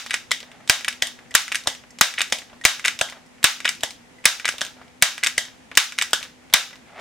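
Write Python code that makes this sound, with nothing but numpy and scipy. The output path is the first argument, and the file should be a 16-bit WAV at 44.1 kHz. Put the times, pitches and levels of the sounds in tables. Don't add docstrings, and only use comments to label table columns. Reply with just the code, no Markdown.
import sys
import numpy as np
from scipy import signal
from scipy.fft import rfft, irfft, next_fast_len
from scipy.io import wavfile
from scipy.ndimage import uniform_filter1d

SR = 44100
rng = np.random.default_rng(int(sys.argv[2]) if len(sys.argv) > 2 else 0)


def persist_wave(psi):
    counts = np.round(np.clip(psi, -1, 1) * 32767).astype(np.int16)
    wavfile.write(sys.argv[1], SR, np.atleast_2d(counts).T)


N = 309008

# frequency in Hz, relative density in dB per Hz.
HISS_COLOUR = [(25, -21.5), (60, -10), (150, -7), (300, -8), (500, -12.5), (800, -11.5), (1200, -17.5),
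               (2000, -14.5), (3000, -19.5), (4300, -24.5), (7000, -25), (11000, -33.5), (16000, -48)]
# frequency in Hz, mean level in dB rms.
HUM_TONES = [(123.8, -83.5), (247.6, -58), (371.4, -87), (500.6, -68)]
# centre in Hz, level in dB, t60 in seconds, side minus mid in dB.
ROOM_BANDS = [(194.7, -22.5, 0.035, -13.5), (430, -40.5, 0.077, 2), (750, -29, 0.25, -21),
              (1160, -30, 0.26, -12.5), (2000, -34.5, 0.25, -7.5), (3350, -33, 0.28, -7),
              (5900, -33, 0.31, -3.5), (7800, -36.5, 0.24, -3.5), (11800, -43.5, 0.3, 4),
              (15000, -37.5, 0.29, 2.5)]
# frequency in Hz, phase by which left leads right in radians.
PORT_LEADS = [(1000, .03), (4000, .25), (8500, .5), (11000, 1.6), (16000, 1.6)]
# frequency in Hz, level in dB, t60 in seconds before a blow's ring share.
FRAME_MODES = [(467, -6.5, 0.0075), (520, 12.5, 0.011), (808, 8, 0.0061), (1260, -5.5, 0.014),
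               (1400, 0, 0.013), (1510, 4.5, 0.01), (1661, -1, 0.028), (1955, 4.5, .02), (2230, 2, 0.024),
               (2460, 8.5, 0.0082), (2880, 6, 0.0097), (3276, 11.5, 0.004), (3735, 9, 0.0094),
               (4600, 6, 0.0077), (5000, -12.5, 0.035), (5200, -3.5, 0.0018), (5385, 8, 0.0084),
               (6444, 12, 0.0042), (6680, -7.5, 0.028), (7660, 9.5, 0.0072), (8780, 7, 0.0095),
               (9800, 3, 0.014), (11200, -2, 0.007), (11800, 8, 0.0045), (12100, -25.5, 0.0044),
               (13700, -2.5, .0025), (15000, -6.5, 0.0019)]
# start in seconds, level in dB, centre of the ring in Hz, bass in dB, chatter in ms.
EARLIER_SLAM = (-.075, 4, 2200, -18, 5.0)
# start in seconds, level in dB, centre of the ring in Hz, bass in dB, chatter in ms.
SLAMS = [(0.6967, 3.5, 3440, -13, 5.8), (1.3503, 2.5, 1780, -25.5, 13), (2.0109, 6.5, 2070, -16.5, 5.56),
         (2.6514, 8, 2270, -18.5, 4.54), (3.4417, 8.5, 2130, -19.5, 4.7), (4.2547, 7, 2200, -19, 7.3),
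         (5.0234, 7, 2170, -19, 5.4), (5.7728, 6.5, 2210, -25.5, 12), (6.5374, 5.5, 2770, -15, 11)]
# start in seconds, level in dB, centre of the ring in Hz.
TICKS = [(0.0626, -22, 3100), (0.097, -28, 2490), (0.3088, -17, 2850), (0.4034, -27.5, 2950),
         (0.4296, -29, 1480), (0.5154, -34, 2300), (0.676, -27.5, 3600), (0.6905, -28, 3350),
         (0.927, -28, 3170), (1.0032, -41, 2000), (1.02, -20.5, 2455), (1.0702, -22, 3800),
         (1.189, -35, 1600), (1.3156, -34, 1710), (1.3413, -18, 3100), (1.6176, -40.5, 3000),
         (1.6373, -35, 3580), (1.6595, -39, 806), (1.6697, -25.5, 2400), (1.7498, -29, 2500),
         (1.8373, -38.5, 1400), (1.987, -27.5, 3630), (2.2777, -38.5, 4400), (2.3003, -34, 4140),
         (2.321, -27, 2400), (2.3865, -24.5, 3300), (2.406, -42, 2930), (2.419, -31, 1700),
         (2.4984, -39, 1720), (2.5297, -41, 900), (2.6388, -26, 2220), (2.6425, -24.5, 3260),
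         (2.99, -18.5, 3430), (3.0868, -28, 2400), (3.0987, -30, 3790), (3.1239, -27.5, 1630),
         (3.1689, -39, 995), (3.356, -59.5, 3400), (3.3828, -44, 1620), (3.4295, -20, 3370),
         (3.7503, -38, 4000), (3.8078, -31, 3400), (3.8296, -29, 2400), (3.9068, -28.5, 3650),
         (4.2405, -29, 1980), (4.245, -26.5, 2630), (4.5235, -26, 2880), (4.5822, -23, 3020),
         (4.6092, -17.5, 3000), (4.6498, -23.5, 3480), (4.6651, -25, 3000), (4.797, -43, 1230),
         (4.8147, -34.5, 1200), (4.8316, -45, 1680), (4.539, -35.5, 910), (4.767, -46.5, 855),
         (4.881, -44, 1890), (5.0163, -32, 3230), (5.3659, -40.5, 3200), (5.3765, -29.5, 2400),
         (5.4524, -29.5, 2800), (5.4821, -36, 1470), (5.7145, -26, 1600), (5.7423, -40, 1410),
         (5.7526, -25.5, 3600), (6.1083, -34.5, 4010), (6.2082, -32, 1560), (6.216, -31.5, 1560),
         (6.2285, -21, 2910), (6.2393, -31, 3540), (6.2513, -33.5, 1510), (6.4224, -49.5, 1246),
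         (6.4995, -37.5, 2100), (6.528, -22.5, 2040), (6.708, -33.5, 1920), (6.7296, -32.5, 1700),
         (6.7564, -36.5, 2750), (6.8932, -46, 1220), (6.904, -48, 1300), (6.9975, -38.5, 2800)]
# start in seconds, level in dB.
CATCHES = [(0.069, -31), (0.8087, -23.5), (1.48, -20.5), (2.1388, -21), (2.7954, -21), (3.6033, -19),
           (4.3978, -19.5), (5.1794, -19), (5.9223, -19)]
# centre in Hz, treble in dB, bass in dB, chatter in ms (below the shortest contact).
CATCH_COLOUR = (1976, -4, -48, -0.5)
# start in seconds, level in dB, treble in dB, chatter in ms.
LATCH_CLICKS = [(0.107, -12, -8, 6.7), (0.114, -18.5, -7, 3.1), (0.1337, -21, -3, 1.5),
                (0.1412, -7, -3, 1.5), (0.846, -15, -5.5, 3.1), (0.8802, -8.5, -17, 1.7),
                (0.8827, -16.5, 4.5, 5), (1.5185, -13, -10.5, 1), (1.5223, -12.5, -6, 2),
                (1.5458, -12.5, -6, 3.4), (1.555, -13.5, 2.5, 2.8), (2.1776, -23.5, -30, 1),
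                (2.1813, -10, -23, 1.63), (2.1868, -16.5, -4.5, 0.75), (2.1935, -15, -6.5, 8.8),
                (2.2064, -8.5, -11.5, 1.1), (2.2099, -19.5, -11, 0.83), (2.2158, -8, -2.5, 6.3),
                (2.8425, -18, -14, 1.4), (2.8486, -12.5, -5.5, .8), (2.8514, -6.5, -8.5, 1.4),
                (2.8576, -14, 3.5, 4.5), (2.873, -14, -4, 1.5), (2.8808, -5.5, -4, 3.1),
                (3.646, -17.5, -8.5, 4.2), (3.6526, -8.5, -18, 0.86), (3.6551, -7.5, -6, 1.22),
                (3.6775, -9.5, -13, 2.1), (3.6897, -12.5, 2.5, 8.6), (4.4461, -16.5, -30, 2.4),
                (4.4545, -7.5, -5, 0.96), (4.477, -21, -6, 2.8), (4.4795, -11.5, -4.5, 1.9),
                (4.489, -10, -0.5, 3.9), (5.2297, -17, -29, 3.3), (5.2354, -9, -2, 5),
                (5.2443, -12.5, 1, 4), (5.2626, -8.5, -7.5, 1.84), (5.2697, -8, 0, 4), (5.98, -25, -3, 6.8),
                (5.9868, -5.5, -5.5, 1.4), (6.013, -8.5, -6.5, 2.4), (6.0224, -9.5, 1, 2)]
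# start in seconds, level in dB, centre of the ring in Hz, bass in dB, chatter in ms.
OPENS = [(0.3153, -7.5, 2060, -25, 7.5), (1.0227, -5.5, 1870, -13, 3.16), (1.6727, -5, 1860, -8.5, 2.66),
         (2.3239, -5, 2230, -9.5, 2.69), (3.0118, -6.5, 1530, -8, 8.9), (3.8338, -8.5, 1860, -9, 6),
         (4.6147, -11, 1590, -9, 4.4), (5.3797, -5.5, 1850, -15.5, 6.3), (6.1322, -2, 1580, -19, 4.5)]
# loudest moment in seconds, level then in dB, rise in dB per s.
RUSTLES = [(.55, -50, 110), (.625, -56.5, 109), (1.28, -54, 71), (2.52, -55, 107), (3.17, -46, 300),
           (4.2, -72, 102), (4.82, -50.5, 145), (6.995, -40.5, 114)]
# frequency in Hz, width of the first of two filters in Hz, level in dB.
GRIP_MODES = [(427, 100, 7), (780, 320, 14.5), (1250, 690, 10), (1850, 700, 4.5)]
# start in seconds, level in dB, treble in dB.
PINGS = [(1.3085, -34, -3), (1.906, -47.5, 9), (2.613, -30, -12), (3.262, -53.5, 5), (4.1845, -42.5, -16),
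         (6.7303, -40, -7)]
# rise as share of the chatter, crack in dB, contacts per ms, thump in dB, share sent to the room
# in dB, ring of the direct sound and of the all-round sound as shares of t60, width of the struck region in octaves
SLAM_KIND = (.12, -8, 9.5, -28, -0.5, 0.68, 0.5, -1.34, 2, 0.35)
TICK_KIND = (0.4, -9, 7, -49.5, -1.5, 0.9, 0.2, 0.67, -0.04, 0.24)
LATCH_KIND = (0.34, -10, 4, -55, -4, 1.44, 0.75, 0.76, -0.03, -0.17)
OPEN_KIND = (.3, -10, 7.5, -25, -2.5, .6, 1.0, .15, .2, 1.1)
PING_KIND = (.12, -25, 2.5, -53, -3, 3.2, 2.5, .05, .03, .01)

HISS_DB, HISS_SIDE_DB, HISS_FLICKER_DB = -51, -1, 0.5
HUM_WAVER_DB = 2
ROOM_GAP_MS, EARLY_DB, EARLY_T60_S = 0.98, 8.5, 0.029
POSES = 3
BASS_HZ, TREBLE_HZ = 1000, 4200
TREBLE_RING = 0.36
LEVER_HZ, LEVER_OCT = 3300, .12
SCATTER_DB = 1
LOW_CUT_HZ = 517
THUMP_HZ, THUMP_T60_S = 112, 0.01
LIGHT_BLOW_HZ = 9500
SLAM_TREBLE_DB, OPEN_TREBLE_DB = -2, -1.5
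TICK_MS, TICK_MID_HZ = 2.4, 2400
TICK_TREBLE_DB, TICK_TREBLE_DB_PER_OCT = -7, 13.5
TICK_BASS_DB, TICK_BASS_DB_PER_OCT = -16.5, -16.5
LATCH_HZ, LATCH_BASS_DB = 2300, -30.5
RUSTLE_FALL_DB_PER_S = 221
PING_HZ, PING_BASS_DB, PING_MS = 1990, -21.5, 2.2
LEFT_DB = 0.4
GAIN_TOP_DB, GAIN_RATIO, GAIN_ATTACK_S, GAIN_RELEASE_S = -5.5, 2.51, 0.0063, 0.15
GAIN_START = 2.4
GAIN_STEP = 32
CLIP, KNEE = 1.0, 6.0
TOP_HZ = 16000


def undb(db):
    return 10 ** (np.asarray(db) / 20)


def unit(x):
    return x / np.sqrt(np.mean(x ** 2))


def on_log(table, hz):
    f, v = np.transpose(table)
    return np.interp(np.log(np.maximum(hz, 1)), np.log(f), v)


def walk(rate):
    k = int(SR / rate)
    held = np.repeat(rng.standard_normal(N // k + 1), k)
    return unit(uniform_filter1d(uniform_filter1d(held, k), k)[:N])


def mid_side(mid, side, side_db):
    return mid + undb(side_db) * side * np.array([[1], [-1]])


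def decay(t60, t):
    return np.exp(-np.log(1000) * t / t60)


def ring(hz, t60, t):
    return np.sin(2 * np.pi * hz * t) * decay(t60, t)


def bell(hz, centre_hz, octaves):
    return np.exp(-.5 * (np.log2(hz / centre_hz) / octaves) ** 2)


def band(x, hz, width):
    return signal.lfilter(*signal.iirpeak(hz, hz / width, fs=SR), x)


def hiss():
    size = next_fast_len(N)
    colour = undb(on_log(HISS_COLOUR, np.fft.rfftfreq(size, 1 / SR)))
    mid, side = irfft(rfft(rng.standard_normal((2, size))) * colour, size)[:, :N]
    return unit(mid_side(mid, side, HISS_SIDE_DB)) * undb(HISS_DB + HISS_FLICKER_DB * walk(12))


def hum():
    t = np.arange(N) / SR
    total = 0
    for hz, db in HUM_TONES:
        level = np.sqrt(2) * undb(db + HUM_WAVER_DB * walk(22))
        total = total + level * np.sin(2 * np.pi * hz * t + 1.7 * walk(24))
    return total


def room(x):
    size = SR // 2
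    t = np.arange(size) / SR
    hz = np.fft.rfftfreq(size, 1 / SR)
    centres = [row[0] for row in ROOM_BANDS]
    early = 1 + undb(EARLY_DB) * decay(EARLY_T60_S, t)
    onset = np.clip(t * 1000 / ROOM_GAP_MS - 1, 0, 1) * early
    response = 0
    for k, (_, db, t60, side_db) in enumerate(ROOM_BANDS):
        only_this = np.arange(len(ROOM_BANDS)) == k
        share = np.sqrt(on_log(list(zip(centres, only_this)), hz))
        mid, side = irfft(rfft(rng.standard_normal((2, size))) * share, size)
        response = response + undb(db) * onset * decay(t60, t) * mid_side(mid, side, side_db)
    return signal.oaconvolve(x[None], response, axes=1)[:, :len(x)]


def blow(level_db, centre_hz, treble_db, bass_db, chatter_ms, kind):
    rise, crack_db, per_ms, thump_db, room_db, near_ring, round_ring, octaves, rest, lever = kind
    hz, db, t60 = (column[:, None] for column in np.transpose(FRAME_MODES))
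    t = np.arange(1280) / SR
    scatter, detune = rng.standard_normal((2, len(FRAME_MODES), 1))
    sign = rng.choice([-1, 1], (len(FRAME_MODES), 1))
    rings = sign * undb(db + SCATTER_DB * scatter) * ring(hz * (1 + 0.022 * detune), near_ring * t60, t)

    round_share = round_ring * np.where((hz > TREBLE_HZ) | (hz < BASS_HZ), TREBLE_RING, 1)
    width = np.log(1000) / (2 * np.pi * round_share * t60)
    off_centre = (np.fft.rfftfreq(len(t), 1 / SR) - hz) / width
    powers = undb(2 * db) * t60 / width * (1 + off_centre ** 2) ** -1.5

    mode_hz = hz[:, 0]
    low, high = mode_hz < BASS_HZ, mode_hz > TREBLE_HZ
    focus = bell(mode_hz, centre_hz, octaves) + lever * bell(mode_hz, LEVER_HZ, LEVER_OCT) + rest

    chance = rng.random((3, 600))
    gone = np.arange(1, 601) / SR * 1000 / max(chatter_ms, .3)
    pressure = np.minimum(gone / rise, 1) * np.exp(-(gone / 0.45) ** 2.1)
    contacts = (chance[0] < per_ms * 1000 / SR) * (2 * chance[1] - 1) * pressure
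    contacts[np.argmax(pressure)] = 0.99

    direct = all_round = 0
    for share, part_db in ((focus * ~low * ~high, 0), (1. * high, treble_db), (1. * low, bass_db)):
        part = signal.fftconvolve(share @ rings, contacts)[:len(t)]
        loudest = np.sqrt(2 * uniform_filter1d(part ** 2, 40).max())
        part = part * undb(part_db) / loudest
        direct = direct + part
        colour = share ** 2 @ powers
        all_round = all_round + colour / colour.mean() * np.sum(part ** 2)
    sent = np.roll(irfft(np.sqrt(all_round), len(t)), 88)
    sent[-500:] = 0

    crack = np.convolve(2 * chance[2] - 1, [1, 0, -1])[:600]
    direct[:600] += undb(crack_db + treble_db) * pressure * crack
    direct = signal.sosfilt(signal.butter(2, LOW_CUT_HZ, "high", fs=SR, output="sos"), direct)
    direct = direct + undb(thump_db) * ring(THUMP_HZ, THUMP_T60_S, t)
    return undb(level_db) * direct, undb(level_db + room_db) * sent


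def slams():
    return [(s, db, hz, SLAM_TREBLE_DB, bass_db, ms) for s, db, hz, bass_db, ms in [EARLIER_SLAM] + list(SLAMS)]


def ticks():
    rows = []
    for s, db, hz in TICKS:
        above = np.log2(hz / TICK_MID_HZ)
        treble_db = TICK_TREBLE_DB + TICK_TREBLE_DB_PER_OCT * above
        bass_db = TICK_BASS_DB + TICK_BASS_DB_PER_OCT * above
        rows.append((s, db, hz, treble_db, bass_db, TICK_MS))
    return rows


def catches():
    return [(s, db, *CATCH_COLOUR) for s, db in CATCHES]


def latch():
    return [(s, db, LATCH_HZ, treble_db, LATCH_BASS_DB, ms) for s, db, treble_db, ms in LATCH_CLICKS]


def opens():
    return [(s, db, hz, OPEN_TREBLE_DB, bass_db, ms) for s, db, hz, bass_db, ms in OPENS]


def pings():
    return [(s, db, PING_HZ, treble_db, PING_BASS_DB, PING_MS) for s, db, treble_db in PINGS]


def pistol():
    lead, soft = SR // 2, signal.butter(2, LIGHT_BLOW_HZ, fs=SR)
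    direct, sent = np.zeros(N + SR), np.zeros((POSES, N + SR))
    groups = ((slams(), SLAM_KIND), (ticks(), TICK_KIND), (catches(), LATCH_KIND), (latch(), LATCH_KIND),
              (opens(), OPEN_KIND), (pings(), PING_KIND))
    for rows, kind in groups:
        for k, (s, *how) in enumerate(rows):
            near, around = blow(*how, kind)
            if kind is not SLAM_KIND:
                near = signal.lfilter(*soft, near)
            half_rise_s = kind[0] * how[-1] / 2000
            at = lead + int((s - half_rise_s) * SR)
            direct[at:at + len(near)] += near
            sent[k % POSES, at:at + len(near)] += around
    return direct, sent, lead


def ports(x):
    size = next_fast_len(len(x))
    lead = on_log(PORT_LEADS, np.fft.rfftfreq(size, 1 / SR)) / 2
    return irfft(rfft(x, size) * np.exp(1j * np.array([lead, -lead])), size)[:, :len(x)]


def rustle():
    grains = (rng.random(N) < 2500 / SR) * rng.standard_normal(N) * undb(3.0 * walk(70))
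    body = sum(undb(db) * band(band(grains, hz, width), hz, 2 * width) for hz, width, db in GRIP_MODES)
    t = np.arange(N) / SR
    swell = 0
    for s, db, rise in RUSTLES:
        drop_db = np.maximum(rise * (s - t), RUSTLE_FALL_DB_PER_S * (t - s))
        swell = swell + undb(db - drop_db)
    return unit(body) * swell


def scene():
    direct, sent, lead = pistol()
    heard = ports(direct) + sum(room(pose) for pose in sent)
    balance = undb(np.array([[LEFT_DB], [-LEFT_DB]]) / 2)
    return balance * (heard[:, lead:lead + N] + rustle() + hiss() + hum())


def follow(x, start):
    peaks = x[:len(x) // GAIN_STEP * GAIN_STEP].reshape(-1, GAIN_STEP).max(axis=1)
    out, e = [], start
    for peak in peaks.tolist():
        e += (peak - e) * GAIN_STEP / SR / (GAIN_ATTACK_S if peak > e else GAIN_RELEASE_S)
        out.append(e)
    return np.interp(np.arange(len(x)), (np.arange(len(out)) + 1) * GAIN_STEP, out)


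def record(dry):
    top = undb(GAIN_TOP_DB)
    envelope = follow(np.abs(dry).max(axis=0), GAIN_START * top)
    ducked = dry * np.minimum(top / envelope, 1) ** (1 - 1 / GAIN_RATIO)
    clipped = ducked / (1 + np.abs(ducked / CLIP) ** KNEE) ** (1 / KNEE)
    return signal.sosfilt(signal.ellip(8, .2, 60, TOP_HZ, fs=SR, output="sos"), clipped)


dry = scene()
out = record(dry)
persist_wave(out)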